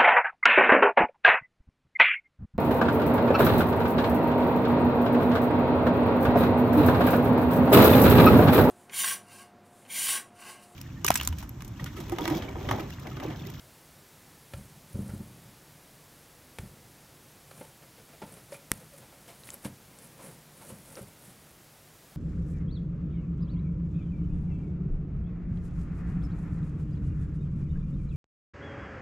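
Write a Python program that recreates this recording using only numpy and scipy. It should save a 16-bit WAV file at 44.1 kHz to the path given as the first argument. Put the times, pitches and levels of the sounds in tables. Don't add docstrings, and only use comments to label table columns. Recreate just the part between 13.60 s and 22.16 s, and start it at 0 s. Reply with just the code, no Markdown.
import sys
import numpy as np
from scipy import signal
from scipy.fft import rfft, irfft
from scipy.io import wavfile
from scipy.ndimage import uniform_filter1d

SR = 44100
rng = np.random.default_rng(int(sys.argv[2]) if len(sys.argv) > 2 else 0)


def transcribe(signal):
    frames = np.atleast_2d(signal).T
    limited = np.clip(frames, -1, 1)
    pcm = np.round(limited * 32767).astype(np.int16)
    wavfile.write(sys.argv[1], SR, pcm)


N = 377496


def amp(db):
    return 10 ** (np.asarray(db) / 20)


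def unit_rms(x):
    return x / np.sqrt(np.mean(x ** 2) + 1e-20)


def seconds(count):
    return np.arange(count) / SR


def curve_at(points, hz):
    point_hz, value = np.transpose(points)
    return np.interp(np.log(hz + 1), np.log(point_hz + 1), value)


def add(mix, start_s, sound):
    part = mix[round(start_s * SR):][:len(sound)]
    part += sound[:len(part)]


def colour(x, spectrum):
    gain = amp(curve_at(spectrum, np.fft.rfftfreq(len(x), 1 / SR)))
    return unit_rms(irfft(rfft(x) * gain, len(x)))


def minimum_phase(gain_db, size=2048):
    log_gain = np.log(amp(np.r_[gain_db, gain_db[-2:0:-1]]))
    response = np.fft.ifft(np.exp(np.conj(signal.hilbert(log_gain)))).real[:size]
    return response / np.linalg.norm(response)


def resonance(hz, centre_hz, width_hz):
    return 1 / (1 + (2 * (hz - centre_hz) / width_hz) ** 2)


def ring(modes, t):
    return sum(amp(db - 60 * t / t60) * np.sin(2 * np.pi * hz * t) for hz, db, t60 in modes)


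def slip_train(count, per_s, spread_db):
    sizes = amp(spread_db * np.minimum(rng.exponential(1, count), 4)) * rng.choice([-1, 1], count)
    return unit_rms(sizes * (rng.random(count) < per_s / SR))


def smooth_noise(first_samples, second_samples):
    averaged = uniform_filter1d(rng.standard_normal(N), first_samples)
    return unit_rms(uniform_filter1d(averaged, second_samples))


# frequency in Hz, relative level in dB.
NOISE_SPECTRUM = [(12, -54), (20, -10), (122, -2), (153, -2), (176, -5.5), (343, -7), (405, -9), (521, -9),
                  (651, -10), (885, -11.5), (1110, -13.5), (1930, -15), (2770, -17.5), (11800, -20),
                  (15600, -22)]
# frequency in Hz, nominal rms level in dB.
HUM_AND_WHINE = [(149.8, -68), (11600.6, -75), (15526.7, -81)]
def background(noise_db=-55.5, waver_db=2):
    t = seconds(N)
    hum, *whine = [np.sqrt(2) * amp(db) * np.sin(2 * np.pi * (hz * t + rng.random()))
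                   for hz, db in HUM_AND_WHINE]
    hum *= amp(waver_db * smooth_noise(6000, 4000))
    noise = amp(noise_db) * colour(rng.standard_normal(N), NOISE_SPECTRUM)
    return noise + hum + sum(whine)


# centre in Hz, width in Hz, boost in dB.
WALL_RESONANCES = [(540, 127, 9), (925, 290, 4.5), (1370, 93, 5), (2310, 290, 2.5)]
def through_wall_db(spectrum, hz):
    wall_db = sum(db * resonance(hz, centre, width) for centre, width, db in WALL_RESONANCES)
    return curve_at(spectrum, hz) + wall_db


def contacts(rows, spectrum, slips_per_s, spread_db, attack_power, spot_db, spot_width_ratio):
    out, t, hz = np.zeros(N), seconds(8192), np.fft.rfftfreq(4096, 1 / SR)
    body_db = through_wall_db(spectrum, hz)
    octaves = np.log2(np.maximum(hz, 500) / 500)
    for start_s, db, decay_s, db_per_octave, spot_hz, *_ in rows:
        press = (t / decay_s) ** attack_power * np.exp(-t / decay_s)
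        slips = slip_train(len(t), slips_per_s, spread_db) * press
        slips *= np.linalg.norm(press) / (np.linalg.norm(slips) * press.max())
        spot = resonance(hz, spot_hz, spot_width_ratio * spot_hz)
        response = minimum_phase(body_db + db_per_octave * octaves + spot_db * spot)
        add(out, start_s, amp(db) * signal.fftconvolve(slips, response))
    return out


# start in seconds, level in dB, decay in seconds, treble slope in dB/octave,
# spot pitch in Hz, delay until the tray drops back in seconds.
TRAY_KNOCKS = [(0.935, -37, 0.0031, -1, 566, 0.0486), (2.9853, -35.5, 0.0029, 0, 820, 0.049)]
# frequency in Hz, relative level in dB.
KNOCK_SPECTRUM = [(150, 3), (350, 2), (550, -6.5), (900, -8.5), (1500, -1), (2100, -3), (2700, -2),
                  (4000, -7), (6500, -15), (10000, -10.5), (15500, -24)]
def knocks():
    return contacts(TRAY_KNOCKS, KNOCK_SPECTRUM, slips_per_s=13000, spread_db=6.5,
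                    attack_power=0.54, spot_db=8.5, spot_width_ratio=0.37)


# centre time in seconds, relative level in dB,
# push pitch in Hz, coupling through the litter to the floor in dB.
BODY_LANDINGS = [(1.349, -30.5, 89.5, -4), (1.358, -27.5, 167, -11), (1.393, -26.5, 187, -0.5),
                 (1.429, -37, 210, 0), (1.462, -34.5, 205, 1.5), (1.497, -38.5, 100.6, 4),
                 (1.538, -28.5, 190, -2), (1.606, -33.5, 200, 4), (4.636, -40, 219, 0),
                 (5.132, -43, 188.5, 0), (6.056, -24.5, 216, -11), (7.125, -41, 150.4, -4.5),
                 (7.413, -40, 152.5, -2.5)]
def landings(rock_db=-36.5, tilt_lag_s=0.0114, tilt_hz=100, drop_hz=131):
    tilts = [(s + tilt_lag_s, rock_db, tilt_hz, 0) for s, *_ in TRAY_KNOCKS]
    drops = [(s + drop_s, rock_db, drop_hz, 0) for s, *_, drop_s in TRAY_KNOCKS]
    return BODY_LANDINGS + tilts + drops


# frequency in Hz, relative level in dB, T60 in seconds.
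FLOOR_MODES = [(49.8, -9, 0.29), (96.4, -10.5, 0.35), (118, -21, .2), (145, -11, 0.16), (174, -20, 0.19),
               (205, -7.5, 0.13), (233, -3.5, 0.13), (313, -9, 0.089), (400, -10, 0.17), (524, -14, .2)]
def thumps(ring_db=10, push_width_rad=2.95, rebound_s=0.00985, rebound_db=-11.5, band_hz=(30, 500)):
    pushes, drive, t = np.zeros(N), np.zeros(N), seconds(2048)
    middle_s = t.mean()
    for s, db, hz, coupling_db in landings():
        phase = 2 * np.pi * hz * (t - middle_s)
        push = amp(db) * np.sin(phase) * np.exp(-(phase / push_width_rad) ** 2)
        for delay_s, gain in ((0, 1), (rebound_s, amp(rebound_db))):
            add(pushes, s + delay_s - middle_s, gain * push)
            add(drive, s + delay_s - middle_s, gain * amp(coupling_db) * push)
    floor = ring(FLOOR_MODES, seconds(24000))
    floor /= abs(rfft(floor)).max()
    motion = pushes + amp(ring_db) * signal.oaconvolve(drive, floor)[:N]
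    return signal.sosfilt(signal.butter(1, band_hz, "bandpass", fs=SR, output="sos"), motion)


def crushes(lead_s=0.005, share_db=-20, decay_s=0.0093, db_per_octave=-6, spot_hz=370):
    return [(s - lead_s, db + share_db, decay_s, db_per_octave, spot_hz) for s, db, *_ in landings()]


# start in seconds, level in dB, decay in seconds,
# treble slope in dB/octave, spot pitch in Hz.
PAW_STEPS = [(1.492, -47, 0.0093, -0.5, 1450), (3.9113, -45.5, 0.0031, 2.5, 1140),
             (4.009, -39.5, 0.0077, -2, 584), (4.617, -38.5, 0.011, -1, 886), (4.920, -41, 0.0074, 0, 590),
             (4.942, -45.5, 0.0078, 2.5, 2400), (5.675, -50.5, 0.026, 3.5, 695),
             (5.87, -49, 0.017, 9.5, 1720), (6.047, -40, 0.0093, 2.5, 1000), (6.589, -53, 0.023, 0.5, 980),
             (7.009, -49.5, 0.012, 0, 990), (7.098, -52, 0.011, -3, 970), (7.367, -42.5, .012, -1.5, 1300),
             (7.383, -45, 0.019, -10, 404)]
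# frequency in Hz, relative level in dB.
PELLET_SPECTRUM = [(90, -29), (200, 2.5), (500, 1.5), (1000, -5), (2200, -6.5), (4000, -13), (6500, -20.5),
                   (10000, -19), (15500, -34)]
def crunches():
    return contacts(PAW_STEPS + crushes() + walk(), PELLET_SPECTRUM, slips_per_s=9000, spread_db=2.5,
                    attack_power=0.42, spot_db=10.5, spot_width_ratio=0.18)


# fastest moment in seconds, relative level in dB, half length in seconds.
FUR_STROKES = [(3.993, -57.5, .045), (4.75, -57, .03), (4.939, -50.5, 0.014), (5.166, -60, 0.04),
               (5.39, -60, 0.03), (5.686, -62.5, 0.057), (5.865, -58, .04), (5.939, -48, 0.009),
               (6.059, -45.5, 0.012), (6.44, -57.5, .035), (6.659, -49.5, 0.033), (7.073, -54.5, .055),
               (7.104, -46.5, 0.009), (7.304, -55.5, .035), (7.382, -52.5, 0.034), (7.667, -60, .042)]
def slide_speed(rest_db=-72, peakedness=1.4, ruffle_db=-62, ruffle_lag_s=0.019, ruffle_half_s=0.032):
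    t = seconds(N)[::32]
    ruffles = [(s + ruffle_lag_s, ruffle_db - 9 * np.log2(hz / 100), ruffle_half_s)
               for s, _, hz, _ in landings()]
    power = sum(amp(db) ** 2 * np.exp(-abs((t - s) / half_s) ** peakedness)
                for s, db, half_s in FUR_STROKES + ruffles)
    return amp(rest_db) + np.interp(seconds(N), t, np.sqrt(power))


# frequency in Hz, relative level in dB.
FUR_SPECTRUM = [(200, 1.5), (600, -8.5), (2000, -10.5), (4000, -14.5), (6300, -9.5), (8000, -3.5),
                (9700, 3.5), (11500, -3), (13500, -8.5), (15500, -25)]
def fur(slips_per_s=9000, spread_db=4.0, clump_db=3.0):
    clumps = amp(clump_db * smooth_noise(400, 200))
    return slide_speed() * colour(slip_train(N, slips_per_s, spread_db) * clumps, FUR_SPECTRUM)


def drag(gain_db=-4, slips_per_s=3000, spread_db=2.5):
    response = minimum_phase(through_wall_db(PELLET_SPECTRUM, np.fft.rfftfreq(4096, 1 / SR)))
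    slips = slide_speed() * slip_train(N, slips_per_s, spread_db)
    return amp(gain_db) * signal.oaconvolve(slips, response)[:N]


# frequency in Hz, relative level in dB.
SETTLING_SPECTRUM = [(60, -34), (115, 2.5), (150, 4), (230, -3), (330, -12.5), (600, -17), (1200, -25.5),
                     (3000, -54)]
def settling(slide_db=-1, lag_s=0.018, shifts_per_s=500, spread_db=2, landing_db=-22, decay_s=0.21):
    t = seconds(N)
    sliding = np.interp(t - lag_s, t, uniform_filter1d(slide_speed(), size=3000))
    landing_power = sum((t > s) * (amp(db + coupling_db) * np.exp(-abs(t - s) / decay_s)) ** 2
                        for s, db, _, coupling_db in landings())
    envelope = amp(slide_db) * sliding + amp(landing_db) * np.sqrt(landing_power)
    return envelope * colour(slip_train(N, shifts_per_s, spread_db), SETTLING_SPECTRUM)


def walk(start_s=3.9, end_s=5.6, count=14, level_db=-57, spread_db=2.0, decay_s=0.019,
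         db_per_octave=1.7, spot_hz=650):
    late, force, spot = rng.random((count, 3)).T
    times = start_s + (np.arange(count) + late) / count * (end_s - start_s)
    levels = level_db + spread_db * (2 * force - 1)
    pitches = spot_hz * 2 ** (spot - 0.5)
    return [(s, db, decay_s, db_per_octave, hz) for s, db, hz in zip(times, levels, pitches)]


def loose_pellets(count=14, peak_db=-42, spread_db=3, pitch_hz=9500, spread_oct=0.27, decay_s=0.0015):
    when, force, pitch = rng.random((count, 3)).T
    odds = np.cumsum(slide_speed() ** 2)
    times = np.searchsorted(odds, when * odds[-1]) / SR
    peaks = peak_db + spread_db * (2 * force - 1)
    pitches = pitch_hz * 2 ** (spread_oct * (2 * pitch - 1))
    return [(s, db, hz, decay_s) for s, db, hz in zip(times, peaks, pitches)]


# start in seconds, peak in dB, pitch in Hz, scratch decay in seconds.
PELLET_CLICKS = [(4.724, -37.5, 9300, .006), (4.929, -40, 5060, .004), (5.138, -35, 9500, .002),
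                 (5.836, -40, 4200, .001), (5.890, -32, 2200, 0.00099), (5.904, -28, 7300, 0.00098),
                 (5.942, -29.5, 11500, 0.0016), (7.355, -34, 5600, 0.0024)]
def clicks(width_hz=850):
    out, t = np.zeros(N), seconds(900)
    for start_s, peak_db, hz, decay_s in PELLET_CLICKS + loose_pellets():
        scratch = rng.standard_normal(len(t)) * np.exp(-t / decay_s)
        scratch[0] += np.linalg.norm(scratch)
        mode = np.exp(-np.pi * width_hz * t) * np.sin(2 * np.pi * hz * t)
        click = np.convolve(scratch, mode)
        add(out, start_s, amp(peak_db) * click / abs(click).max())
    return out


# frequency in Hz, relative level in dB, T60 in seconds.
SNAP_MODES = [(260, -15, 0.0054), (1330, -18.5, 0.005), (1960, -16, 0.0045), (3270, -21, 0.0022),
              (5600, -16.5, 0.0026), (8330, -4.5, 0.0018), (11150, -9, 0.0028), (12900, -13, 0.0028)]
def snap(at_s=5.117, gain_db=2, rise_s=0.00017, spread_s=0.00054, debris_db=-30, debris_s=0.0025):
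    out, t = np.zeros(N), seconds(2048)
    rise = 1 - np.exp(-t / rise_s)
    delays = np.linspace(-1, 1, len(SNAP_MODES)) * spread_s / 2
    for mode, delay_s in zip(SNAP_MODES, delays):
        add(out, at_s + delay_s, amp(gain_db) * ring([mode], t) * rise)
    debris = colour(rng.standard_normal(len(t)), KNOCK_SPECTRUM) * np.exp(-t / debris_s)
    add(out, at_s, amp(debris_db) * debris)
    return out


# frequency in Hz, T60 in seconds.
ROOM_DECAY = [(100, 0.77), (250, 0.2), (1000, 0.42), (10000, 0.18)]
def room(x, build_s=0.011):
    hz, t, bands = signal.stft(rng.standard_normal(SR), SR, nperseg=256)
    decay = amp(-60 * t / curve_at(ROOM_DECAY, hz)[:, None])
    _, tail = signal.istft(bands * decay, SR, nperseg=256)
    tail *= np.minimum(seconds(len(tail)) / build_s, 1)
    return signal.oaconvolve(x, tail / np.linalg.norm(tail))[:N]


def scene(low_send_db=-13, litter_send_db=-16, snap_send_db=-30):
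    crunching, knocking = crunches(), knocks()
    low = thumps() + settling()
    litter = crunching + knocking + drag() + fur() + clicks()
    crack = snap()
    send = amp(low_send_db) * low + amp(litter_send_db) * litter + amp(snap_send_db) * crack
    return np.tile(low + litter + crack + room(send) + background(), (2, 1))


def record(dry, low_cut_hz=28, high_cut_hz=15850):
    highpass = signal.butter(2, low_cut_hz, "highpass", fs=SR, output="sos")
    lowpass = signal.firwin(511, high_cut_hz, window=("kaiser", 9), fs=SR)
    return signal.oaconvolve(signal.sosfilt(highpass, dry), lowpass[None], "same")


dry = scene()
out = record(dry)
transcribe(out)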